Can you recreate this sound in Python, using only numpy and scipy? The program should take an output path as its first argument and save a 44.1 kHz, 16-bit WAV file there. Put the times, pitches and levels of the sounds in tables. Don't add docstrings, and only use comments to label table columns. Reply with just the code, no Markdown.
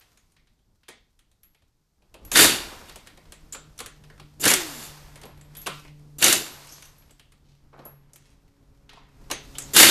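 import sys
import numpy as np
from scipy import signal
from scipy.fft import rfft, irfft, next_fast_len
from scipy.io import wavfile
from scipy.ndimage import uniform_filter1d

SR = 44100
rng = np.random.default_rng(int(sys.argv[2]) if len(sys.argv) > 2 else 0)


def gain_from_db(level_db):
    decades = np.asarray(level_db, float) / 20
    return 10 ** decades


def store_pcm(level_fs):
    pcm = np.round(np.clip(level_fs, -1, 1) * 32767).astype(np.int16)
    wavfile.write(sys.argv[1], SR, np.atleast_2d(pcm).T)


N = 436588

# time_s, rumble_db, rustle_db, rustle_treble_db
BACKGROUND_LEVELS = [
    [(0.0, -68, -67.5, -68), (0.45, -66, -86, -81.5), (1.98, -71, -84.5, -82), (2.21, -54, -74.5, -75.5),
     (2.48, -48.5, -37.5, -42.5), (3.16, -56.5, -66, -68), (4.44, -54, -71, -70.5),
     (4.6, -52.5, -41, -38.5), (5.01, -55, -55.5, -56.5), (5.44, -54, -66, -72.5),
     (5.75, -55.5, -60, -53.5), (5.93, -55.5, -72, -71), (6.23, -54.5, -73, -71.5), (6.36, -55.5, -44, -44),
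     (7.29, -62, -78.5, -77.5), (8.1, -58.5, -72.5, -78.5)],
    [(9.0, -59, -70, -81), (9.234, -51.5, -66, -68), (9.79, -49.5, -52.5, -49), (9.9, -65, -24, -24.5)],
]
# time_s, rumble_db, rustle_db, rustle_treble_db
LULL_LEVELS = [(8.38, -60, -75, -77), (8.85, -61, -75, -77)]
# frequency_hz, density_db
RUMBLE_SPECTRUM = [(8.8, -29.5), (15, 0), (39, -1), (140, -11.5), (270, -17), (618, -29), (779, -29),
                   (1500, -38.5), (1950, -65.5), (3300, -120)]
# frequency_hz, density_db
RUSTLE_SPECTRUM = [(180, -33.5), (300, -7), (975, -2.5), (1210, -4.5), (2250, -8), (11500, -26.5),
                   (13200, -21.5), (14300, -38), (15000, -36.5)]
# time_s, pitch_hz, level_db, overtones_db
DRONE_COURSE = [(0, 151, -84, -7), (2.4, 150.3, -79.5, 1), (3.5, 153, -58, 2), (4.3, 148.5, -54.5, -4),
                (5.201, 147.1, -54, 0.5), (5.9, 147.6, -49, -4), (6.702, 144.4, -55.5, -2.5),
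                (7.299, 140.7, -69, -0.5), (7.9, 140.9, -55, -7), (8.499, 140.4, -70.5, 10),
                (9.198, 138, -59.5, 6.5), (9.9, 138.1, -48.5, 13)]
# multiple, level_db
DRONE_ORDERS = [(1, -2.5), (2, -14.5), (3, -19.5), (4, -25)]
# start_s, peak_db, ring_hz, low_db, middle_db, high_db
METAL_TAPS = [(0.0094, -49, 2860, -67, -53, -59), (0.1728, -45, 6800, -69, -57, -55.5),
              (0.3194, -55, 9160, -86, -69, -63), (0.3647, -50, 2100, -74, -57, -68.5),
              (0.4708, -59, 3560, -75, -62, -71.5), (0.5894, -62, 3080, -82, -72, -78.5),
              (0.832, -55, 2750, -75, -57.5, -69), (0.8823, -34, 3300, -53.5, -40.5, -48),
              (0.8866, -30, 2030, -44.5, -50, -39), (1.1905, -54, 3030, -80, -59, -56),
              (1.314, -59, 3600, -76, -67, -63), (1.4321, -35, 11600, -81, -58, -54.5),
              (1.5467, -55, 2340, -68, -59.5, -63.5), (1.62, -59, 1210, -70, -64.5, -69),
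              (2.0207, -61, 2660, -64.5, -65, -71), (2.141, -39, 2690, -46.5, -46.5, -47),
              (2.2497, -29, 11800, -70, -53, -45), (2.3158, -14, 6700, -33.5, -24.5, -21.5),
              (2.717, -31, 1030, -45, -53, -53), (2.8125, -35, 1330, -48, -51, -57),
              (2.896, -40, 3730, -51, -42, -47.5), (2.9575, -37, 830, -45, -39.5, -37),
              (3.0708, -39, 1760, -50.5, -41.5, -43), (3.1734, -42, 2100, -50.5, -50.5, -53.5),
              (3.2534, -47, 1244, -59, -56.5, -67), (3.3209, -34.5, 7660, -50, -41.5, -38.5),
              (3.5236, -13.5, 7450, -71, -49, -38), (3.5304, -36, 7390, -53, -39, -33),
              (3.5472, -23.5, 1380, -39, -36.5, -40), (3.7778, -32, 6070, -68, -53, -42.5),
              (3.7895, -34, 3180, -47.5, -35, -32.5), (3.8025, -19.5, 1190, -37.5, -33.5, -30),
              (3.8597, -33, 1730, -47, -38.5, -33.5), (4.0372, -58, 2680, -56, -51.5, -57),
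              (4.0986, -33, 1720, -52.5, -52.5, -58), (4.1774, -37, 1280, -57, -55.5, -59.5),
              (4.1975, -37, 1280, -48.5, -43.5, -49), (5.1566, -40, 2040, -51, -45, -43),
              (5.214, -40, 940, -57, -47, -44.5), (5.2333, -42, 870, -41.5, -41.5, -46),
              (5.2532, -39, 11700, -42, -54.5, -47), (5.3742, -49, 1000, -60, -56, -57.5),
              (5.4106, -38, 7730, -58, -51, -50.5), (5.5504, -32, 3340, -62, -43.5, -42.5),
              (5.5678, -26, 11200, -55, -47, -40), (5.615, -27, 11600, -71, -54, -42.5),
              (5.6613, -16, 2720, -34.5, -37, -35), (5.6663, -27.5, 2750, -40, -25.5, -26),
              (5.672, -11, 1200, -33, -30, -30), (5.8481, -33, 2210, -49, -54, -57.5),
              (5.879, -42.5, 2730, -59.5, -53, -63), (5.9936, -54, 1250, -64, -62, -62.5),
              (6.619, -39.5, 980, -53.5, -48, -66), (6.6699, -39, 2680, -63, -49, -44.5),
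              (6.7028, -39, 5970, -63, -66, -61), (6.7218, -26, 6260, -54.5, -53, -45),
              (6.7794, -44, 1020, -60, -50, -63), (6.8224, -29, 6200, -61, -44.5, -42.5),
              (6.8544, -41.5, 865, -63, -55, -47), (6.9815, -47, 11500, -65, -68, -59),
              (7.0212, -50, 1700, -66, -58, -70), (7.094, -47, 2850, -61, -62.5, -71),
              (7.1076, -41, 7860, -64.5, -55.5, -51), (7.195, -41, 2920, -61, -50, -51),
              (7.3197, -47.5, 1240, -67, -54, -54), (7.728, -50, 1040, -46, -69, -81),
              (7.7899, -41, 890, -42.5, -52.5, -66.5), (7.8532, -26.5, 11500, -43.5, -64.5, -49),
              (8.1329, -52.5, 6280, -64, -60, -44), (8.158, -34.5, 12260, -61, -50.5, -44),
              (8.892, -43.5, 3160, -61, -43.5, -55.5), (8.9315, -33, 900, -56.5, -49, -56),
              (8.972, -30.5, 890, -59, -65, -69), (9.3004, -19, 940, -36.5, -34, -39),
              (9.3115, -13.5, 6380, -29.5, -22.5, -22), (9.5523, -23.5, 3230, -48, -44, -52),
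              (9.5829, -15, 7840, -45.5, -34.5, -24), (9.6205, -20, 7010, -53, -55, -38)]
# start_s, peak_db, ring_hz, low_db, middle_db, high_db
HAMMER_BLOWS = [(2.356, 5, 1775, -27, -11.5, -15), (2.3708, 1, 2275, -32, -17.5, -8.5),
                (2.3897, 2, 1765, -20, -10.5, -10.5), (2.4432, -4.5, 1936, -23.5, -16.5, -10.5),
                (4.4396, -6.5, 1800, -33, -19.5, -20), (4.4541, -3, 1773, -35, -20, -12),
                (4.4611, -5.5, 1796, -32, -21, -15), (4.4779, -1.5, 2221, -32, -16, -12),
                (4.5024, -1.5, 2110, -28, -18, -14), (4.5137, -7.5, 1674, -24, -17.5, -14.5),
                (4.5364, -6, 8220, -28, -16.5, -9.5), (6.2243, -4, 1775, -38, -16, -15.5),
                (6.2417, 4, 6390, -24, -12.5, -7.5), (6.2624, -1, 2150, -26.5, -17, -14.5),
                (6.281, 1, 3776, -30, -16.5, -13.5), (6.326, -9.5, 2825, -25, -20, -8.5),
                (9.7631, -5, 7600, -23.5, -12.5, -5.5), (9.7991, 2, 2180, -16, -7.5, -9),
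                (9.8292, 3.5, 2060, -16, -11.5, -5)]
# frequency_hz, width_hz
RING_WIDTHS = [(800, 400), (3000, 750), (7400, 800), (12000, 1300)]
# frequency_hz, t60_s
SHOP_DECAY = [(250, 0.31), (700, 0.26), (1800, 0.38), (4600, .38), (12000, 0.1)]
# start_s, peak_db
SOCKET_RINGS = [(1.4331, -52), (2.249, -45), (2.3161, -43), (5.2525, -53), (5.3717, -63.5), (5.4375, -62.5),
                (5.5692, -36), (5.6143, -39), (6.5194, -46), (6.6679, -62), (6.7037, -58), (6.721, -46),
                (6.8518, -53), (6.9814, -54), (7.7752, -68), (7.8508, -38.5)]
# frequency_hz, level_db, t60_s
SOCKET_MODES = [(11600, 0, .3), (11730, -3, .22), (11450, -5, .15)]
# start_s, length_s, level_db, lowest_hz, highest_hz
BENCH_SCRAPES = [
    (2.139, 0.16, -60.5, 202, 696),
    (5.2, .13, -57.5, 200, 1500),
    (6.66, 0.19, -57, 4500, 7900),
    (7.439, 0.16, -73.5, 2500, 6010),
    (7.725, 0.22, -57, 202, 1220),
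    (8.173, .19, -68.5, 1200, 9200),
    (8.886, 0.16, -60.5, 800, 3900),
]
# time_s, rattle_db, low_relative_db, hiss_relative_db
WRENCH_BURSTS = [
    [(2.314, -48, -16.5, -4.5), (2.33, -41, -2.5, 11), (2.357, -16, -13.5, -3)],
    [(2.357, -15, -16, -3.5), (2.367, -15, -9.5, -1), (2.415, -11, -7.5, 0.5), (2.635, -41.5, -5, -3),
     (2.863, -67, 5, -8), (2.9, -42, -12, -0.5)],
    [(4.397, -51.5, 7, 8.5), (4.413, -43.5, -2.5, 14.5), (4.437, -28, -2, 0)],
    [(4.437, -25, -8.5, 2.5), (4.469, -22, 3.5, -2.5), (4.491, -20.5, -17.5, 3), (4.647, -47.5, -7, 2.5),
     (4.861, -45.5, -4.5, 3.5), (5.0, -69.5, -2, -1)],
    [(6.184, -48.5, 5, 12.5), (6.204, -38, -11, 3), (6.214, -33, -5, 1)],
    [(6.214, -31, -3.5, 2), (6.23, -18.5, -5.5, 0.5), (6.324, -20.5, -12, 1), (6.39, -38.5, -2, 4.5),
     (6.594, -59.5, -2, -1), (6.856, -61, -24, 1), (6.9, -70, -8, -8)],
    [(9.73, -79, 6, 0), (9.736, -34, -2.5, 8.5), (9.764, -15.5, -9, -1.5)],
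    [(9.764, -10.5, -12.5, -0.5), (9.808, -8, -13.5, 1), (9.9, -14.5, -10.5, -1)],
]
# time_s, pulse_rate_hz, clean_tone_db
VANE_COURSE = [(2.309, 202.6, -72), (2.37, 326.6, -39), (2.452, 373.7, -42), (2.6, 292.4, -54.5),
               (2.901, 199.5, -73), (4.391, 197, -71.5), (4.46, 332.9, -40), (4.539, 396, -35),
               (4.619, 335, -40), (4.702, 288, -45), (4.8, 223.3, -49.5), (4.9, 181, -67),
               (5.0, 131.6, -80), (6.18, 201.7, -69), (6.23, 271.2, -44.5), (6.271, 346.6, -26.5),
               (6.342, 330, -39), (6.501, 250, -67), (6.9, 146, -82), (9.722, 198.2, -65),
               (9.781, 323, -26), (9.9, 340, -43)]
# frequency_hz, width_hz, level_db
HOUSING_MODES = [(1770, 90, 0), (2080, 180, 2), (2830, 200, -1), (3600, 250, -3), (4500, 300, -4)]
# frequency_hz, width_hz, level_db
VALVE_WHISTLES = [(7230, 450, 10), (10100, 370, -1.5), (11700, 1200, 3.5), (13300, 990, -1)]
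# frequency_hz, density_db
RATTLE_SPECTRUM = [(35, -47), (60, -10.5), (182, -9.5), (339, 0), (526, -9.5), (1600, -1), (1750, -11),
                   (1880, -3), (2060, -12.5), (2420, -2.5), (11100, 0), (14000, -10), (15000, -59.5)]
# frequency_hz, level_db
TREBLE_LIMIT = [(13900, 1), (14200, -33.5), (15200, -35.5)]


def evened(x):
    return x / np.sqrt(np.mean(x ** 2) + 1e-20)


def read(points, hz):
    f, value = np.transpose(points)
    return np.interp(np.log(hz + 1), np.log(f + 1), value)


def add(mix, start_s, sound):
    part = mix[..., round(start_s * SR):][..., :sound.shape[-1]]
    part += sound[..., :part.shape[-1]]


def filtered(x, points):
    size = next_fast_len(x.shape[-1])
    gain = gain_from_db(read(points, np.fft.rfftfreq(size, 1 / SR)))
    return irfft(rfft(x, size) * gain, size)[..., :x.shape[-1]]


def coloured(x, points):
    return evened(filtered(x, points))


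def band(x, lo_hz, hi_hz, order=3):
    edges_hz = [lo_hz, min(hi_hz, 0.45 * SR)]
    sos = signal.butter(order, edges_hz, "band", fs=SR, output="sos")
    return evened(signal.sosfilt(sos, x))


def resonances(x, modes):
    total = np.zeros(len(x))
    for hz, width_hz, db in modes:
        total += gain_from_db(db) * signal.lfilter(*signal.iirpeak(hz, hz / width_hz, SR), x)
    return evened(total)


def smooth_wander(x, width):
    return evened(uniform_filter1d(uniform_filter1d(x, width), width))


def background():
    time_s, *columns = np.transpose(np.vstack([BACKGROUND_LEVELS[0], LULL_LEVELS, BACKGROUND_LEVELS[1]]))
    t = np.arange(N) / SR
    rumble_db, rustle_db, treble_db = (np.interp(t, time_s, c) for c in columns)
    rumble_noise, rustle_noise, lumps, chance = rng.standard_normal((N, 4)).T
    lumps_db = 2.2 * smooth_wander(lumps, 1500)
    rumble = gain_from_db(rumble_db + lumps_db) * coloured(rumble_noise, RUMBLE_SPECTRUM)
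    ticks = signal.lfilter([1], [1, -0.995], 0.7 * (chance > 3.3) * abs(chance * 0 + rumble_noise))
    rustle = coloured(rustle_noise * (1 + ticks), RUSTLE_SPECTRUM)
    body = gain_from_db(rustle_db) * band(rustle, 300, 4500)
    treble = gain_from_db(treble_db) * band(rustle, 4500, 15000)
    return rumble + body + treble


def drone():
    time_s, pitch_hz, level_db, overtones_db = np.transpose(DRONE_COURSE)
    t = np.arange(N) / SR
    wobble_hz = 40 * uniform_filter1d(rng.standard_normal(N), 3000)
    turns = np.cumsum(np.interp(t, time_s, pitch_hz) + wobble_hz) / SR
    out = np.zeros(N)
    for k, order_db in DRONE_ORDERS:
        waver_db = 2.5 * smooth_wander(rng.standard_normal(N), 3000)
        extra_db = (k > 1) * np.interp(t, time_s, overtones_db)
        out += gain_from_db(order_db + waver_db + extra_db) * np.sin(2 * np.pi * k * turns)
    return np.sqrt(2) * gain_from_db(np.interp(t, time_s, level_db)) * out


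def knock(row, ring_db, crack_db, t60_s, rise_s):
    start_s, peak_db, ring_hz, low_db, middle_db, high_db = row
    t = np.arange(round(0.15 * SR)) / SR
    half_hz = read(RING_WIDTHS, ring_hz) / 2
    # level_db, lowest_hz, highest_hz, slowness
    parts = [(low_db, 220, 900, 3.5),
             (middle_db, 1100, 4600, 1.6),
             (high_db, 5400, 11500, 1),
             (peak_db + ring_db, ring_hz - half_hz, ring_hz + half_hz, 1.3)]
    crack, click = out = np.zeros((2, len(t)))
    for db, lo_hz, hi_hz, slower in parts:
        decay = gain_from_db(db + crack_db - 60 * t / (slower * t60_s))
        shape = decay * (1 - np.exp(-t / (slower * rise_s)))
        crack += shape * band(rng.standard_normal(len(t)), lo_hz, hi_hz, order=2)
        impulse = 1.0 * (t == 0)
        click += np.sqrt(np.mean(shape ** 2)) * band(impulse, lo_hz, hi_hz, order=2)
    return start_s, out


def shop(x):
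    out = np.zeros(N)
    turn = np.pi * np.arange(N) / SR * 7.0
    slots = np.arange(200, SR - 20, 20)
    for k in range(3):
        taps = np.zeros(SR)
        taps[slots + rng.integers(0, 20, len(slots))] = rng.choice([-1.0, 1.0], len(slots))
        hz, t, z = signal.stft(taps, SR, nperseg=256)
        decay = gain_from_db(-60 * t / read(SHOP_DECAY, hz)[:, None])
        tail = signal.istft(z * decay, SR, nperseg=256)[1]
        share = np.sqrt(2 / 3) * np.cos(turn + k * np.pi / 3)
        out += signal.fftconvolve(x * share, tail / np.linalg.norm(tail))[:N]
    return out


def socket(row):
    start_s, peak_db = row
    t = np.arange(round(0.4 * SR)) / SR
    ring = np.zeros(len(t))
    for hz, db, t60_s in SOCKET_MODES:
        phase = 2 * np.pi * rng.random()
        ring += gain_from_db(db - 60 * t / t60_s) * np.sin(2 * np.pi * hz * t + phase)
    return start_s, gain_from_db(peak_db - 6.5) * ring * np.minimum(t / 0.0008, 1)


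def scrape(row):
    start_s, length_s, db, lo_hz, hi_hz = row
    u = np.arange(round(length_s * SR)) / (length_s * SR)
    noise, slips = rng.standard_normal((len(u), 2)).T
    grains = signal.lfilter([1], [1, -0.99], (slips > 2.6) * noise) + 0.25
    stroke = np.minimum(u / 0.089, 1) * np.sqrt(1 - u)
    return start_s, gain_from_db(db) * stroke * band(grains * noise[::-1], lo_hz, hi_hz, order=2)


def wrench_burst(rows):
    time_s, *columns = np.transpose(rows)
    t = np.arange(time_s[0], time_s[-1], 1 / SR)
    rattle_db, low_db, hiss_db = (np.interp(t, time_s, c) for c in columns)
    vane_s, rate_hz, tone_db = np.transpose(VANE_COURSE)
    rattle_noise, low_noise, air_noise, wobble = rng.standard_normal((len(t), 4)).T
    unsteady = 1 + 0.089 * uniform_filter1d(wobble, 200)
    turns = np.cumsum(np.interp(t, vane_s, rate_hz) * unsteady) / SR
    strength = gain_from_db(3.0 * rng.standard_normal(400))[turns.astype(int) % 400]
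    puffs = 0.55 + strength * np.exp(-(turns % 1) / 0.27)
    shaken = coloured(puffs * rattle_noise, RATTLE_SPECTRUM)
    rattle = band(shaken + 0.57 * resonances(shaken, HOUSING_MODES), 890, 4900)
    low = band(coloured(puffs * low_noise, RATTLE_SPECTRUM), 60, 650)
    whistle = np.clip(0.3 + hiss_db / 9, 0.2, 2) * resonances(air_noise, VALVE_WHISTLES)
    hiss = band(coloured(puffs * air_noise, RATTLE_SPECTRUM) + whistle, 5200, 15000)
    noise = gain_from_db(rattle_db - 3.5) * (rattle + gain_from_db(low_db) * low + gain_from_db(hiss_db) * hiss)
    tone = np.sin(2 * np.pi * turns) + 0.14 * np.sin(4 * np.pi * turns)
    tone *= gain_from_db(np.interp(t, vane_s, tone_db))
    fades = np.minimum(np.minimum(t - time_s[0], time_s[-1] - t) / 0.0007, 1)
    return time_s[0], (noise + tone) * fades


def scene():
    motor = np.zeros(N)
    blows, metal = np.zeros((2, 2, N))
    for row in METAL_TAPS:
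        add(metal, *knock(row, ring_db=-14.0, crack_db=2, t60_s=0.023, rise_s=0.0012))
    for row in SOCKET_RINGS:
        add(metal, *socket(row))
    for row in BENCH_SCRAPES:
        add(metal, *scrape(row))
    for rows in WRENCH_BURSTS:
        add(motor, *wrench_burst(rows))
    for row in HAMMER_BLOWS:
        add(blows, *knock(row, ring_db=-18, crack_db=0.0, t60_s=0.031, rise_s=0.00046))
    echoes = shop(gain_from_db(-9.5) * motor + gain_from_db(-4.5) * blows[1] + gain_from_db(-2.0) * metal[1])
    return (motor + blows[0] + metal[0] + echoes + drone() + background())[None]


def low_pass(x):
    return signal.sosfilt(signal.butter(12, 15230, fs=SR, output="sos"), x)


def record(dry):
    ceiling = 0.86
    overloaded = ceiling * np.tanh(dry / ceiling)
    limited = filtered(overloaded, TREBLE_LIMIT)
    return low_pass(limited)


dry = scene()
out = record(dry)
store_pcm(out)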